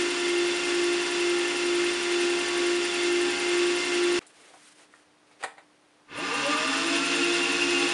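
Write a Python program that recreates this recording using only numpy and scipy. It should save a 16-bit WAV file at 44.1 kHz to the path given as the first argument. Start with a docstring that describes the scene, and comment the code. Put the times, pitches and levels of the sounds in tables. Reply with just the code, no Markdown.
"""A small wood lathe spins a wooden handle: drive tones beat slowly over a rattle that repeats every turn.
The sound then cuts to the lathe at rest, heard from beside the headstock: a sleeve rustles, the start
switch clacks and the spindle runs up to speed again. Tones and a repeating noise track follow the spindle's
turns through body resonances; shaped noise makes grit, cloth and room tone; short cracks make the switch."""
import sys
import numpy as np
from scipy import signal
from scipy.fft import rfft, irfft, next_fast_len
from scipy.io import wavfile
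from scipy.ndimage import map_coordinates

SR = 44100
rng = np.random.default_rng(int(sys.argv[2]) if len(sys.argv) > 2 else 0)


def store_wav(level_fs):
    """Save 16-bit WAV to argv[1]."""
    pcm = np.round(np.clip(np.atleast_2d(level_fs), -1, 1) * 32767)
    wavfile.write(sys.argv[1], SR, pcm.T.astype(np.int16))


N = 349713
TIME = np.arange(N) / SR  # s

CUT, START = 4.1915, 6.06  # cut to the lathe at rest, and the motor starting (s)
FULL_SPEED = 10.94  # spindle speed with the hands on the wood (turns per s)
HUM_CYCLES = 32  # pulley hum (cycles per spindle turn)


def amp(db):
    """Turn dB into linear gain."""
    return 10 ** (np.asarray(db) / 20)


def unit(x):
    """Scale x to rms 1."""
    return x / np.sqrt(np.mean(x ** 2) + 1e-20)


def along(points, hz):
    """Read (Hz, value) points at hz, joined by straight lines on a log frequency axis."""
    f, value = np.transpose(points)
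    return np.interp(np.log(hz + 1), np.log(f + 1), value)


def wobble(rate):
    """A smooth random curve with rate knots a second."""
    knots = rng.standard_normal(int(N * rate / SR) + 4)
    return map_coordinates(knots, [TIME * rate])


def coloured(x, gain_db):
    """Filter x by a dB function of frequency, with padding for the ringing."""
    n = len(x)
    padded = next_fast_len(n + SR // 5)
    gain = amp(gain_db(np.fft.rfftfreq(padded, 1 / SR)))
    return irfft(rfft(x, padded) * gain, padded)[:n]


def noise(spectrum):
    """Noise of rms 1 with the given colour."""
    return unit(coloured(rng.standard_normal(N), lambda hz: along(spectrum, hz)))


def lathe(level_db, beside, chirp_at, repeat_db, tones_db, chirp_db, dull_db, bass_db):
    """Rattle of bumps and grit through the lathe's body, with its drive tones and a chirp once a turn."""
    # colour of the rattle ahead of the body: f/Hz, level/dB per Hz
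    rattle_colour = [(25, -40), (100, -26), (150, -22.5), (195, -10), (240, -7.5), (360, -2), (680, -7.5),
                     (1200, -5.5), (2800, 1), (5000, -5), (7000, -7), (9500, -13.5), (10600, -21),
                     (11500, -52)]
    # bearing chirp: f/Hz, level/dB per Hz
    chirp_colour = [(20, -120), (6500, -48), (8500, 2.5), (10200, 1), (11000, -7), (11700, -27),
                    (13000, -70)]
    turns, pace = turns_since(chirp_at), spindle_pace()
    repeating = track(turns + 0.00015 * wobble(12))
    grit = rng.standard_normal(N) * amp(1.07 * wobble(500) + 0.73 * wobble(25))
    grit = coloured(grit, lambda hz: along([(150, -2.2), (1200, -2.1), (4000, -0.5)], hz))
    contacts = amp(repeat_db) * repeating + grit
    rattle = coloured(contacts, lambda hz: along(rattle_colour, hz) + body_db(hz, beside))

    # at low speed the contacts are softer and the bed hardly shakes: treble and bass come in with speed
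    bass = coloured(rattle, lambda hz: -10 * np.log10(1 + (hz / 420) ** 8))
    treble = rattle - coloured(rattle, lambda hz: -10 * np.log10(1 + (hz / 2300) ** 4))
    lag = pace ** 2 - 1  # -1 at rest, 0 at full speed
    balanced = rattle + bass * (amp(bass_db * lag) - 1) + treble * (amp(dull_db * lag) - 1)
    rattle = balanced / np.std(rattle)

    tones = drive_tones(turns, pace, waver_db=3, slip=0.00042)
    tones = coloured(tones, lambda hz: body_db(hz, beside) + along([(45, -30), (62, 1.0)], hz))
    once_a_turn = np.exp(6 * (np.cos(2 * np.pi * turns) - 1))
    chirp = once_a_turn * noise(chirp_colour)
    return amp(level_db) * shaking(pace) * (rattle + amp(tones_db) * tones + amp(chirp_db) * chirp)


def track(turns, count=2000, size=32768):
    """Bumps of belt and bearing races: one random profile, passed again at every turn."""
    phases = np.exp(2j * np.pi * rng.random(count))
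    strengths = rng.rayleigh(size=count) * (np.arange(count) > 0)  # no constant offset
    profile = irfft(phases * strengths, size)
    return unit(map_coordinates(profile, [turns % 1 * size], order=1, mode="grid-wrap"))


def drive_tones(turns, pace, waver_db, slip):
    """Shaft and bearing tones grow with speed; the higher ones smear as the belt creeps."""
    # weaker drive tones: cycles per spindle turn, relative level/dB
    orders = [(6, -67), (7.69, -70), (12.5, -72), (17.48, -61), (24, -60), (25, -59), (26, -60),
              (26.89, -57), (36, -61), (48, -55.5), (50, -58), (74, -57), (82.4, -56), (90, -57),
              (103, -50), (118, -54), (123.6, -56), (144.2, -55), (164.8, -59), (179.4, -52), (190.2, -59),
              (193.2, -59), (321, -57)]
    creep = slip * wobble(7)  # turns
    tones = 0
    for cycles, db in orders:
        gain = amp(db + waver_db * wobble(6))
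        tones = tones + gain * np.sin(2 * np.pi * (cycles * (turns + creep) + rng.random()))
    return np.sqrt(2) * pace * tones


def body_db(hz, beside):
    """Gain of bed and headstock resonances, heard beside the headstock or from the tailstock end."""
    # resonances: f/Hz, width/Hz, gain from the tailstock end/dB, gain beside the headstock/dB
    resonances = [(285, 42, 11, 15.5), (408, 50, 6, -1), (458.7, 26, -0.5, 11), (556, 28, -1.5, 1),
                  (814.2, 17.4, 9, 14), (1038, 120, 3.5, 6.5), (1187, 40, 3, 5), (1443, 120, 5.5, 8.5),
                  (1590, 27, 4.5, 8), (1770, 116, 7.5, 7), (2101, 60, 9.5, 6), (2563, 63, 5, 10),
                  (2737, 97, 7, 9.5), (3500, 44, 8.5, 9), (3870, 750, -3, -0.5), (3990, 33, 5.5, -5),
                  (4530, 27, -10, 4), (4580, 120, 2.5, -1), (5100, 69, 0.5, 6.5), (6440, 730, -3.5, -2.5),
                  (7950, 340, -9, -15)]
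    gain_db = 0
    for centre, width, far_db, near_db in resonances:
        peak_db = near_db if beside else far_db
        gain_db = gain_db + peak_db / (1 + (2 * (hz - centre) / width) ** 4)
    return gain_db


def spindle_pace():
    """Share of FULL_SPEED: near 1 before the cut, then rising from rest once the motor starts."""
    free_gain = 0.05  # speed gained when the hands lift off the wood (turns per s)
    # main time constant (s), then share and time constant (s) of a slow last creep
    spin_up_s, creep_share, creep_s = 0.231, 0.06, 0.6
    t = np.maximum(TIME - START, 0)
    missing = (1 - creep_share) * np.exp(-t / spin_up_s) + creep_share * np.exp(-t / creep_s)
    return np.where(TIME < CUT, 1 + free_gain / FULL_SPEED * free(), 1 - missing)


def turns_since(s):
    """Spindle turns counted from time s, by summing the speed."""
    turns = np.cumsum(FULL_SPEED * spindle_pace()) / SR
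    return turns - np.interp(s, TIME, turns)


def free():
    """0 while the hands rest on the wood, rising to 1 as they lift; 0 again after the cut."""
    lift_at, lift_s = 3.15, 0.12  # when and how gradually (s)
    return (1 + np.tanh((TIME - lift_at) / lift_s)) / 2 * (TIME < CUT)


def shaking(pace):
    """Vibration grows with the square of the speed, then levels off."""
    knee = 0.62  # share of full speed below which the vibration dies away
    return pace ** 2 / np.hypot(pace ** 2, knee ** 2)


def hum(level_db, in_step_at, motor_db, flutter_db, slip):
    """Pulley and slightly slower motor tone beat about twice a second, faster while the belt slips."""
    motor_cycles = 31.802  # per spindle turn
    free_hum_db, free_motor_db = 0.5, 3  # undamped by the hands, hum and its motor tone grow
    turns, pace = turns_since(in_step_at), spindle_pace()
    slipped = slip * (np.interp(in_step_at, TIME, pace) - pace)  # cycles
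    pulley = np.sin(2 * np.pi * HUM_CYCLES * turns)
    motor = np.sin(2 * np.pi * (motor_cycles * turns + slipped))
    gain = shaking(pace) * amp(level_db + free_hum_db * free() + flutter_db * wobble(22))
    return np.sqrt(2) * gain * (pulley + amp(motor_db + free_motor_db * free()) * motor)


def whines():
    """Motor drone, motor whine and bearing whine follow the spindle; their phase flutters with the belt."""
    # the three tones in that order: cycles per spindle turn
    tone_cycles = (16, 64, 128)
    # the same three, ahead of swells and shaking: level from the tailstock end/dB,
    # level beside the headstock/dB, waver/dB, phase roughness/rad per (turn/s^2)
    tone_levels = [(-59, -60, 0, .05), (-48.5, -49, 2, .08), (-48.5, -50, 2, .55)]
    turns, pace, out = turns_since(START), spindle_pace(), 0
    # the belt flaps while it accelerates (turns/s^2, kept within limits)
    straining = np.clip(np.gradient(FULL_SPEED * pace) * SR, .3, 3)
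    for cycles, (far_db, near_db, waver_db, rough) in zip(tone_cycles, tone_levels):
        db = np.where(TIME < CUT, far_db, near_db + swell_db(cycles)) + waver_db * wobble(25)
        out = out + amp(db) * np.sin(2 * np.pi * cycles * turns + rough * straining * wobble(45))
    return np.sqrt(2) * shaking(pace) * out


def swell_db(cycles):
    """Gain beside the headstock of a tone, in cycles per turn, as it climbs through narrow resonances."""
    # headstock resonances: f/Hz, width/Hz, gain/dB
    swells = [(135, 14.6, 11), (171.6, 12.6, 8), (290.5, 12, 22.5), (348.8, 42, 18.5), (474, 40, 18),
              (566, 36, 18), (620, 30, 11), (674, 14, 8), (1205, 50, 19), (1310, 30, 6), (1369, 32, 11.5)]
    hz = cycles * FULL_SPEED * spindle_pace()
    return sum(db / (1 + (2 * (hz - centre) / width) ** 2) for centre, width, db in swells)


def shudder():
    """Passing orders keep one group of bed modes ringing until the speed has nearly settled."""
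    # ringing of the bed: f/Hz, level/dB per Hz
    bed_modes = [(20, -90), (700, -41), (930, -14), (1030, -11), (1130, -20), (1192, 0.5), (1250, -15),
                 (1500, -43), (6000, -90)]
    ends = 0.065  # share of speed still missing when the ringing lets up
    pace = spindle_pace()
    sweeping = (1 - pace) ** 2 / np.hypot((1 - pace) ** 2, ends ** 2)
    return amp(-33) * shaking(pace) * sweeping * noise(bed_modes)


def buzz(level_db, length):
    """Near full speed a loose part chatters in short bursts on two resonances."""
    # bursts: t/s, relative peak level/dB
    chatter = [(7.2454, -15.5), (7.4394, -10.5), (7.5492, -18), (7.6194, -11), (7.7144, -13),
               (7.7707, -11.5)]
    bursts = sum(amp(db) * np.exp(-((TIME - s) / length) ** 2) for s, db in chatter)
    ring = noise([(20, -120), (2200, -40), (2470, -12), (2540, 10), (2620, -21),
                  (2790, 10), (2880, -27), (3200, -23), (8000, -80)])
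    return amp(level_db) * bursts * ring


def taps(ring_db, rise):
    """Each contact is a short crack that rings the switch housing, heard in a band of its own width."""
    # switch clacks and small handling taps:
    # t/s, level/dB, centre f/Hz, fall-off one octave away/dB, t60/s
    contacts = [(4.213, -51, 1400, 5, 0.11), (4.266, -48, 7000, 7, 0.074), (4.503, -51, 500, 14, 0.075),
                (4.537, -47, 800, 6, .11), (4.938, -41, 1450, 26, 0.021), (5.312, -53, 600, 4, .08),
                (5.427, -31.5, 1800, 2, 0.053), (5.4362, -22.5, 2500, 1.5, 0.034),
                (5.4414, -24.5, 1200, 1, 0.064), (5.572, -51, 1100, 1.5, 0.054),
                (5.58, -43.5, 1100, 1.5, 0.11)]
    # colour of the crack: f/Hz, level/dB per Hz
    crack_colour = [(20, -60), (100, -30), (450, -10), (780, -2), (1000, -11.5), (1550, -11), (1900, -7.5),
                    (2500, -16), (3100, -22), (3800, -15.5), (5400, -29), (7400, -19), (10200, -17),
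                    (11600, -52)]
    # housing modes: f/Hz, level/dB, t60/s
    housing = [(553, -12, 0.053), (720, -3, .06), (827, 0, 0.055), (1043, -2, .06), (1876, 0, .08),
               (2080, -11, 0.072), (2660, -9, .06), (4650, -14, .1), (7260, -8, .1)]
    out, t = np.zeros(N + SR), np.arange(SR // 3) / SR
    for s, db, centre_hz, fall_db, t60 in contacts:
        crack = unit(coloured(rng.standard_normal(len(t)), lambda hz: along(crack_colour, hz)))
        ring = 0
        for hz, level, life in housing:
            ring = ring + amp(level - 60 * t / life) * np.sin(2 * np.pi * (hz * t + rng.random()))

        def band(hz):
            """Gain falling with the square of the distance in octaves."""
            return -abs(fall_db) * np.log2((hz + 1) / centre_hz) ** 2

        blow = coloured(crack * amp(-60 * t / t60) + amp(ring_db) * ring, band)
        blow = blow / np.std(coloured(crack, band))
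        start = round(s * SR)
        out[start:start + len(t)] += amp(db) * blow * (1 - np.exp(-t / rise))
    return out[:N]


def workshop(x):
    """Reverberation of a small room: noise that dies away at its own rate in each band."""
    # decay: f/Hz, t60/s
    decay = [(200, 0.28), (2000, 0.29), (10000, 0.25)]
    hz, t, bands = signal.stft(rng.standard_normal(SR // 2), SR, nperseg=256)
    fading = bands * amp(-60 * t / along(decay, hz)[:, None])
    tail = signal.istft(fading, SR, nperseg=256)[1]
    return signal.fftconvolve(x, tail / np.linalg.norm(tail))[:N]


def at_rest():
    """Room tone with a faint mains hum, and a sleeve whose strokes mix a dull rub and a bright swish."""
    # sleeve strokes: t/s, half length/s, level/dB, share of bright swish (0-1)
    strokes = [(4.212, .05, -57.5, 0), (4.44, 0.14, -54, 0.44), (4.667, 0.082, -55.5, 1),
               (4.814, 0.04, -54, 0.4), (4.962, 0.076, -62.5, 0.5), (5.33, 0.056, -62, .1),
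               (5.416, 0.017, -50, 0)]
    # dull rub of cloth: f/Hz, level/dB per Hz
    rub_colour = [(100, -28), (450, 2), (800, -4), (2500, -3.5), (5000, -13), (10000, -17), (11600, -42)]
    # bright swish of cloth: f/Hz, level/dB per Hz
    swish_colour = [(100, -44), (1500, -2.5), (5000, -7), (7900, -8), (9500, -4), (11600, -25)]
    # quiet workshop: f/Hz, level/dB per Hz
    room_colour = [(20, -32), (90, -9), (180, -4), (320, -1), (600, -1.5), (1200, -4), (3300, -10.5),
                   (6000, -15.5), (7900, -20), (9500, -15), (11500, -34)]
    mains = amp(-67.0) * np.sin(2 * np.pi * 300 * TIME)
    dull, bright, sleeve = noise(rub_colour), noise(swish_colour), 0
    for s, length, db, swish in strokes:
        share = np.clip(swish, 0, 1)
        cloth = np.sqrt(1 - share) * dull + np.sqrt(share) * bright
        sleeve = sleeve + amp(db) * np.exp(-((TIME - s) / length) ** 2) * cloth
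    return amp(-62.5) * noise(room_colour) + mains + amp(1.9 * wobble(70)) * sleeve


def scene():
    """The running lathe, then the pause and the run-up; both channels alike."""
    # rattle ahead of shaking: level from the tailstock end/dB, level beside the headstock/dB
    far_db, near_db = (-30, -27)
    free_rattle_db = 0.45  # undamped by the hands, the rattle grows
    steady = lathe(far_db + free_rattle_db * free(), beside=False, chirp_at=2.03, repeat_db=-1,
                   tones_db=29.0, chirp_db=-11, dull_db=-8, bass_db=2)
    steady = steady + hum(level_db=-28.0, in_step_at=2.228, motor_db=-8.0, flutter_db=0.27, slip=0)

    run_up = lathe(near_db, beside=True, chirp_at=7.341, repeat_db=-4.5,
                   tones_db=27.5, chirp_db=-13, dull_db=9.5, bass_db=2)
    run_up = run_up + hum(level_db=-51.0 + swell_db(HUM_CYCLES), in_step_at=7.29,
                          motor_db=-5.5, flutter_db=1.5, slip=4.47)
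    run_up = run_up + shudder() + buzz(level_db=-17.0, length=0.032)

    clacks = taps(ring_db=-14.5, rise=.0006)
    later = at_rest() + clacks + amp(-7) * workshop(clacks) + run_up
    mono = np.where(TIME < CUT, steady, later) + whines()
    return np.tile(mono, (2, 1))


def record(dry):
    """The camera's microphone track keeps next to nothing above its band limit."""
    top_hz = 11650
    return np.array([coloured(side, lambda hz: -120.0 * (hz > top_hz)) for side in dry])


dry = scene()
out = record(dry)
store_wav(out)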